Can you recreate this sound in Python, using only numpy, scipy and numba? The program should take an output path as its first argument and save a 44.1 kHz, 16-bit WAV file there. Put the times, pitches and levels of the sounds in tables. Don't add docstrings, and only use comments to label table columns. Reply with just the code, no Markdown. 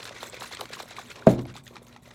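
import sys
import numpy as np
from scipy import signal
from scipy.fft import rfft, irfft
from scipy.io import wavfile
from scipy.ndimage import uniform_filter1d
from numba import njit

SR = 44100
rng = np.random.default_rng(int(sys.argv[2]) if len(sys.argv) > 2 else 0)


def put_to_file(sound):
    columns = np.atleast_2d(sound).T
    safe = np.clip(columns, -1, 1)
    whole_steps = np.round(safe * 32767)
    wavfile.write(sys.argv[1], SR, whole_steps.astype(np.int16))


def ratio_of_db(decibels):
    return 10 ** (np.asarray(decibels, float) / 20)


N = 94462

# (time [s], level [dB], pitch [Hz])
SPLASHES = [(0.0295, -26.5, 3270), (0.0532, -23.5, 3800), (0.0755, -27, 3920), (0.092, -24.5, 3530),
            (0.2301, -25.5, 3650), (0.3298, -34, 2130), (0.3428, -27, 2490), (0.3662, -30, 2160),
            (0.408, -26, 3920), (0.444, -29.5, 1600), (0.548, -24.5, 3850), (0.5701, -25, 3200),
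            (0.6092, -21, 4270), (0.655, -27, 4360), (0.7326, -22, 3880), (0.9084, -30, 1970),
            (0.9652, -28, 2150), (0.9807, -43, 1420), (1.1044, -27.5, 2380), (1.1566, -36.5, 2490),
            (1.269, -25, 1700), (1.313, -28, 4400), (1.391, -33, 2870), (1.4528, -35, 2240),
            (1.5397, -37.5, 2380), (1.564, -29.5, 3550), (1.6662, -35, 1890), (1.677, -31.5, 3520),
            (1.7559, -34, 4030), (1.766, -30.5, 2370), (1.867, -41.5, 2980), (1.926, -40, 3760),
            (1.9625, -35.5, 1910), (2.1111, -37, 1890)]


def unit(x):
    return x / np.sqrt(np.mean(x ** 2))


def band(x, lo_hz, hi_hz):
    corners = [lo_hz, min(hi_hz, .45 * SR)]
    return signal.sosfilt(signal.butter(2, corners, "bandpass", fs=SR, output="sos"), x)


def noise_band(lo_hz, hi_hz):
    return unit(band(rng.standard_normal(N), lo_hz, hi_hz))


def curve(s, db):
    return ratio_of_db(np.interp(np.arange(N) / SR, s, db))


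@njit
def rings(n, at, hz, t60, rise, size, start, fall):
    y = np.zeros(n)
    for k in range(len(at)):
        first = int(at[k] * SR)
        phase = 0.
        for j in range(min(int(t60[k] * SR), n - first)):
            t = j / SR
            glide = 1 + (start[k] - 1) * np.exp(-t / fall)
            phase += 2 * np.pi * hz[k] * glide / SR
            swell = (1 - np.exp(-t / rise[k])) ** 2
            y[first + j] += size[k] * swell * 1000 ** (-t / t60[k]) * np.sin(phase)
    return y


def air():
    # (frequency [Hz], relative level [dB])
    spectrum = [(30, -15), (50, -2), (175, -2), (344, -12.5), (607, -12), (1100, -17.5), (2000, -47.5),
                (4000, -46.5), (16000, -64)]
    level_db = -56.5
    f = np.maximum(np.arange(N // 2 + 1) * SR / N, 1)
    hz, db = np.array(spectrum, float).T
    shape = ratio_of_db(np.interp(np.log(f), np.log(hz), db))
    return ratio_of_db(level_db) * unit(irfft(rfft(rng.standard_normal(N)) * shape, N))


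def lamp_hum():
    # (frequency [Hz], relative level [dB])
    partials = [(119.5, -62), (240, -62)]
    t = np.arange(N) / SR
    hum = np.zeros(N)
    for hz, db in partials:
        waver = 1 + .5 * noise_band(0.86, 15.4)
        hum += ratio_of_db(db + 3.5) * waver * np.sin(2 * np.pi * hz * t)
    return hum


def table_modes(knock_s):
    # (frequency [Hz], relative level [dB], t60 [s])
    modes = [(48.7, -27, 0.58), (123.7, -14.5, 0.58), (176.7, 0.5, 0.1), (213.7, 14, 0.043),
             (242.2, -25, 0.22), (292.1, -13.5, 0.32), (345.6, -17.5, 0.47), (400, -4.5, 0.1),
             (525, 3, 0.042), (644, 2.5, 0.084), (800, -20.5, 0.18), (950, -3.5, 0.014), (1225, -11, 0.016)]
    opposed = [8]
    level_db, rise_cycles = -5.5, .75
    bend_lag = .07
    hz, db, t60 = np.array(modes, float).T
    way = np.where(np.isin(np.arange(len(hz)), opposed), -1., 1.)
    arrival_s = knock_s + bend_lag / np.sqrt(hz)
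    return rings(N, arrival_s, hz, t60, rise_cycles / hz, way * ratio_of_db(db + level_db), np.ones(len(hz)), 1.)


def knock():
    # (centre [Hz], relative level [dB], t60 [s])
    rattle = [(55, -29, 0.55), (111, -12.5, 0.85), (191, -2, 0.5), (436, -4, 0.34), (800, -2.5, 0.053),
              (1600, -10.5, 0.065)]
    knock_s, rattle_db, rise_cycles = 1.2655, -18.5, 3
    crack_db, crack_t60_s = -42, 0.044
    t = np.maximum(np.arange(N) / SR - knock_s - .003, 0)
    tail = np.zeros(N)
    for hz, db, t60 in rattle:
        envelope = (1 - np.exp(-t * hz / rise_cycles)) * 1000 ** (-t / t60)
        tail += ratio_of_db(db + rattle_db) * envelope * noise_band(hz / 1.31, hz * 1.554)
    crack = ratio_of_db(crack_db) * (t > 0) * 1000 ** (-t / crack_t60_s) * noise_band(1100, 13000)
    return table_modes(knock_s) + tail + crack


def reverberation(source):
    level_db, t60_s = -14.5, 0.15
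    t = np.arange(SR // 2) / SR
    response = rng.standard_normal(len(t)) * 1000 ** (-t / t60_s) * (t > .004)
    response = response / np.sqrt(np.sum(response ** 2))
    return ratio_of_db(level_db) * signal.fftconvolve(source, response)[:N]


def clumps():
    steps_per_s, depth_db = 90, 3.4
    k = int(SR / steps_per_s)
    steps = np.repeat(rng.standard_normal(N // 50)[:N // k + 1], k)
    walk = uniform_filter1d(steps, k // 2)[:N]
    return unit(ratio_of_db(depth_db * walk))


def grains(per_1_4_s, lo_hz, hi_hz, cycles, spread_db, db, smooth_db):
    count = int(per_1_4_s * N / SR / 1.4)
    when, pitch, rarity, damping = rng.random((8000, 4))[:count].T
    hz = lo_hz * (hi_hz / lo_hz) ** pitch
    size = ratio_of_db(-spread_db * np.log(1 - .98 * rarity))
    t60 = cycles * (.5 + 2 * damping) / hz
    swell_s = .22 * t60
    drops = rings(N, when * N / SR, hz, t60, swell_s, size, 0.901 + 0 * hz, 0.0016)
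    return ratio_of_db(db) * (unit(drops) + ratio_of_db(smooth_db) * noise_band(lo_hz, hi_hz))


def bottle_wall(x):
    # (centre [Hz], width [Hz], level [dB])
    resonances = [(500, 950, -11), (1050, 356, -4.5), (2296, 850, -17), (3834, 1150, -6), (7600, 910, -11)]
    return 0.74 * x + sum(ratio_of_db(db) * band(x, hz - w / 2, hz + w / 2) for hz, w, db in resonances)


def churn():
    # (time [s], fizz level [dB], low-band level against it [dB]);
    # near 1.27 s the low band also carries part of the table knock
    levels = [(0.0, -36, 4.5), (0.01, -44.5, -7.5), (0.08, -46, 0), (0.14, -46, -3.5), (0.168, -37.5, -8.5),
              (0.199, -45.5, -5.5), (0.238, -42, -2), (0.312, -51, -2.5), (0.342, -40, -10.5),
              (0.392, -50, -1), (0.422, -41, -2), (0.502, -49, -9.5), (0.53, -42.5, -4), (0.56, -50, -6),
              (0.58, -46.5, -2), (0.61, -44.5, 7), (0.62, -48, 9), (0.709, -52, -14), (0.728, -38.5, -5),
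              (0.76, -48, -8.5), (0.799, -40, -0.5), (0.862, -58, -3), (0.931, -38.5, -10.5),
              (0.95, -55, 4.5), (0.981, -44, -4.5), (1.068, -54, -3), (1.112, -38.5, -14.5),
              (1.138, -56.5, -6), (1.169, -43.5, -1), (1.262, -58.5, 8.5), (1.271, -40, 14),
              (1.31, -45, -11), (1.37, -56.5, -26), (1.392, -44.5, 10), (1.441, -64.5, -2),
              (1.501, -48, -1), (1.529, -66, -13), (1.571, -44.5, -3.5), (1.62, -66, -29),
              (1.66, -62.5, -21), (1.669, -50.5, -18), (1.722, -61.5, 7), (1.772, -45.5, -8.5),
              (1.801, -65.5, 5.5), (1.97, -56.5, -3), (2.011, -69.5, -20), (2.062, -52.5, -0.5),
              (2.101, -61, 3), (2.11, -46, -3.5), (2.14, -60, -5)]
    # (time [s], level [dB])
    swish = [(0.0, -75), (0.02, -56), (0.05, -48), (0.1, -65), (0.22, -58), (0.23, -40), (0.24, -51),
             (0.3, -51), (0.31, -73), (0.35, -52), (0.39, -83), (0.4, -44.5), (0.54, -63), (0.55, -58),
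             (0.57, -74), (0.6, -58), (0.61, -35), (0.62, -60), (0.64, -49.5), (0.68, -64), (0.75, -54),
             (0.86, -54), (0.86, -68), (0.91, -51), (0.95, -82), (0.96, -53.5), (1.05, -60), (1.11, -55),
             (1.26, -67.5), (1.27, -51.5), (1.31, -46), (1.38, -72.5), (1.42, -52), (1.47, -80), (1.5, -78),
             (1.58, -54.5), (1.62, -81), (1.64, -56.5), (1.74, -63), (1.77, -76.5), (1.81, -74),
             (1.83, -61.5), (2.01, -75), (2.03, -58.5), (2.12, -66.5), (2.14, -60)]
    # (density [grains per 1.4 s], low [Hz], high [Hz], decay scale [cycles],
    # size spread [dB], relative level [dB], smooth wash against grains [dB])
    low_grains = (1196, 329.5, 1454, 5, 3.2, -3, -4)
    fizz = (4495, 1304.5, 7497, 11, 3.5, 1, -10)
    spray = (4980, 5991.5, 15988.5, 12.5, 6.5, -1.5, -8)
    s, db, low_db = np.array(levels, float).T
    clump = clumps()
    mixed = curve(s, db + low_db) * grains(*low_grains)
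    mixed += clump * curve(s, db) * grains(*fizz)
    mixed += clump * curve(*np.array(swish).T) * grains(*spray)
    return bottle_wall(mixed)


def blips(rows, cycles, swell_cycles=2.37):
    s, db, hz = np.array(rows, float).T
    return rings(N, s, hz, 3 * cycles / hz, swell_cycles / hz, ratio_of_db(db + 4.5), np.ones(len(hz)), 1.)


def ticks():
    # (time [s], level [dB], pitch [Hz])
    drops = [(0.0433, -27, 8150), (0.2296, -28.5, 7300), (0.2983, -24, 7670), (0.406, -29, 7350),
             (0.4568, -31, 6900), (0.4775, -30.5, 9600), (0.4943, -33, 10300), (0.549, -26, 8160),
             (0.6095, -26, 8000), (0.7313, -33, 7600), (0.9073, -36, 7280), (1.0355, -35, 7040),
             (1.1019, -29.5, 7100), (1.2675, -29, 7200), (1.297, -28.5, 6630), (1.349, -37, 7000),
             (1.4676, -38, 11000), (1.5409, -37, 6800), (1.5707, -36, 7780), (1.5823, -33.5, 7900),
             (1.6777, -35.5, 6700), (1.8828, -38, 6440)]
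    return blips(drops, 9.8)


def smacks():
    level_db, peak_s = -11.5, 0.0013
    s, db, _ = np.array(SPLASHES, float).T
    hits = np.zeros(N)
    hits[(s * SR).astype(int)] = ratio_of_db(db + level_db)
    t = np.arange(SR // 20) / SR / peak_s
    return signal.fftconvolve(hits, t * np.exp(1 - t))[:N] * noise_band(960, 4700)


def splashes():
    return blips(SPLASHES, 7.4) + smacks()


def slams():
    # (time [s], level [dB], start pitch [Hz], end pitch [Hz])
    hits = [(.109, -35, 715, 553), (.229, -28, 1440, 347), (.333, -36.5, 593, 496),
            (0.341, -34.5, 630, 470), (0.373, -39, 510, 428), (0.4207, -28.5, 1810, 575),
            (0.441, -34, 1430, 940), (.513, -37, 1180, 636), (0.595, -35.5, 1280, 1120),
            (0.612, -25, 1600, 355), (0.704, -35.5, 563, 476), (0.769, -36.5, 1230, 1050),
            (0.8013, -28, 1620, 373), (.91, -39.5, 890, 650), (0.832, -39, 557, 500),
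            (.857, -41.5, 900, 520), (0.88, -47, 1790, 1280), (0.9842, -28.5, 950, 1190),
            (.995, -34, 800, 750), (1.223, -36.5, 1600, 1370), (1.555, -37.5, 924, 800),
            (1.575, -39.5, 1330, 1160), (1.709, -41.5, 500, 430), (1.766, -37.5, 1050, 820),
            (1.818, -41, 500, 425), (1.962, -42, 1040, 800), (1.457, -37, 895, 550),
            (1.758, -40, 1284, 1230), (2.076, -46, 660, 520), (2.109, -48.5, 1070, 800)]
    t60_s, rise_s, glide_s = 0.016, 0.00061, .002
    swell_db = 8.5
    s, db, start_hz, end_hz = np.array(hits, float).T
    size = ratio_of_db(db + swell_db)
    return rings(N, s, end_hz, t60_s + 0 * s, rise_s + 0 * s, size, start_hz / end_hz, glide_s)


def water():
    return churn() + ticks() + splashes() + slams()


def scene():
    bottle = water()
    return (air() + lamp_hum() + knock() + reverberation(bottle) + bottle)[None]


def low_pass(x):
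    return signal.sosfilt(signal.butter(12, 16430, fs=SR, output="sos"), x)


def record(dry):
    ceiling = 1.6
    thin = signal.sosfilt(signal.butter(2, 38, "highpass", fs=SR, output="sos"), dry)
    rounded = ceiling * np.tanh(thin / ceiling)
    return low_pass(rounded)


dry = scene()
out = record(dry)
put_to_file(out)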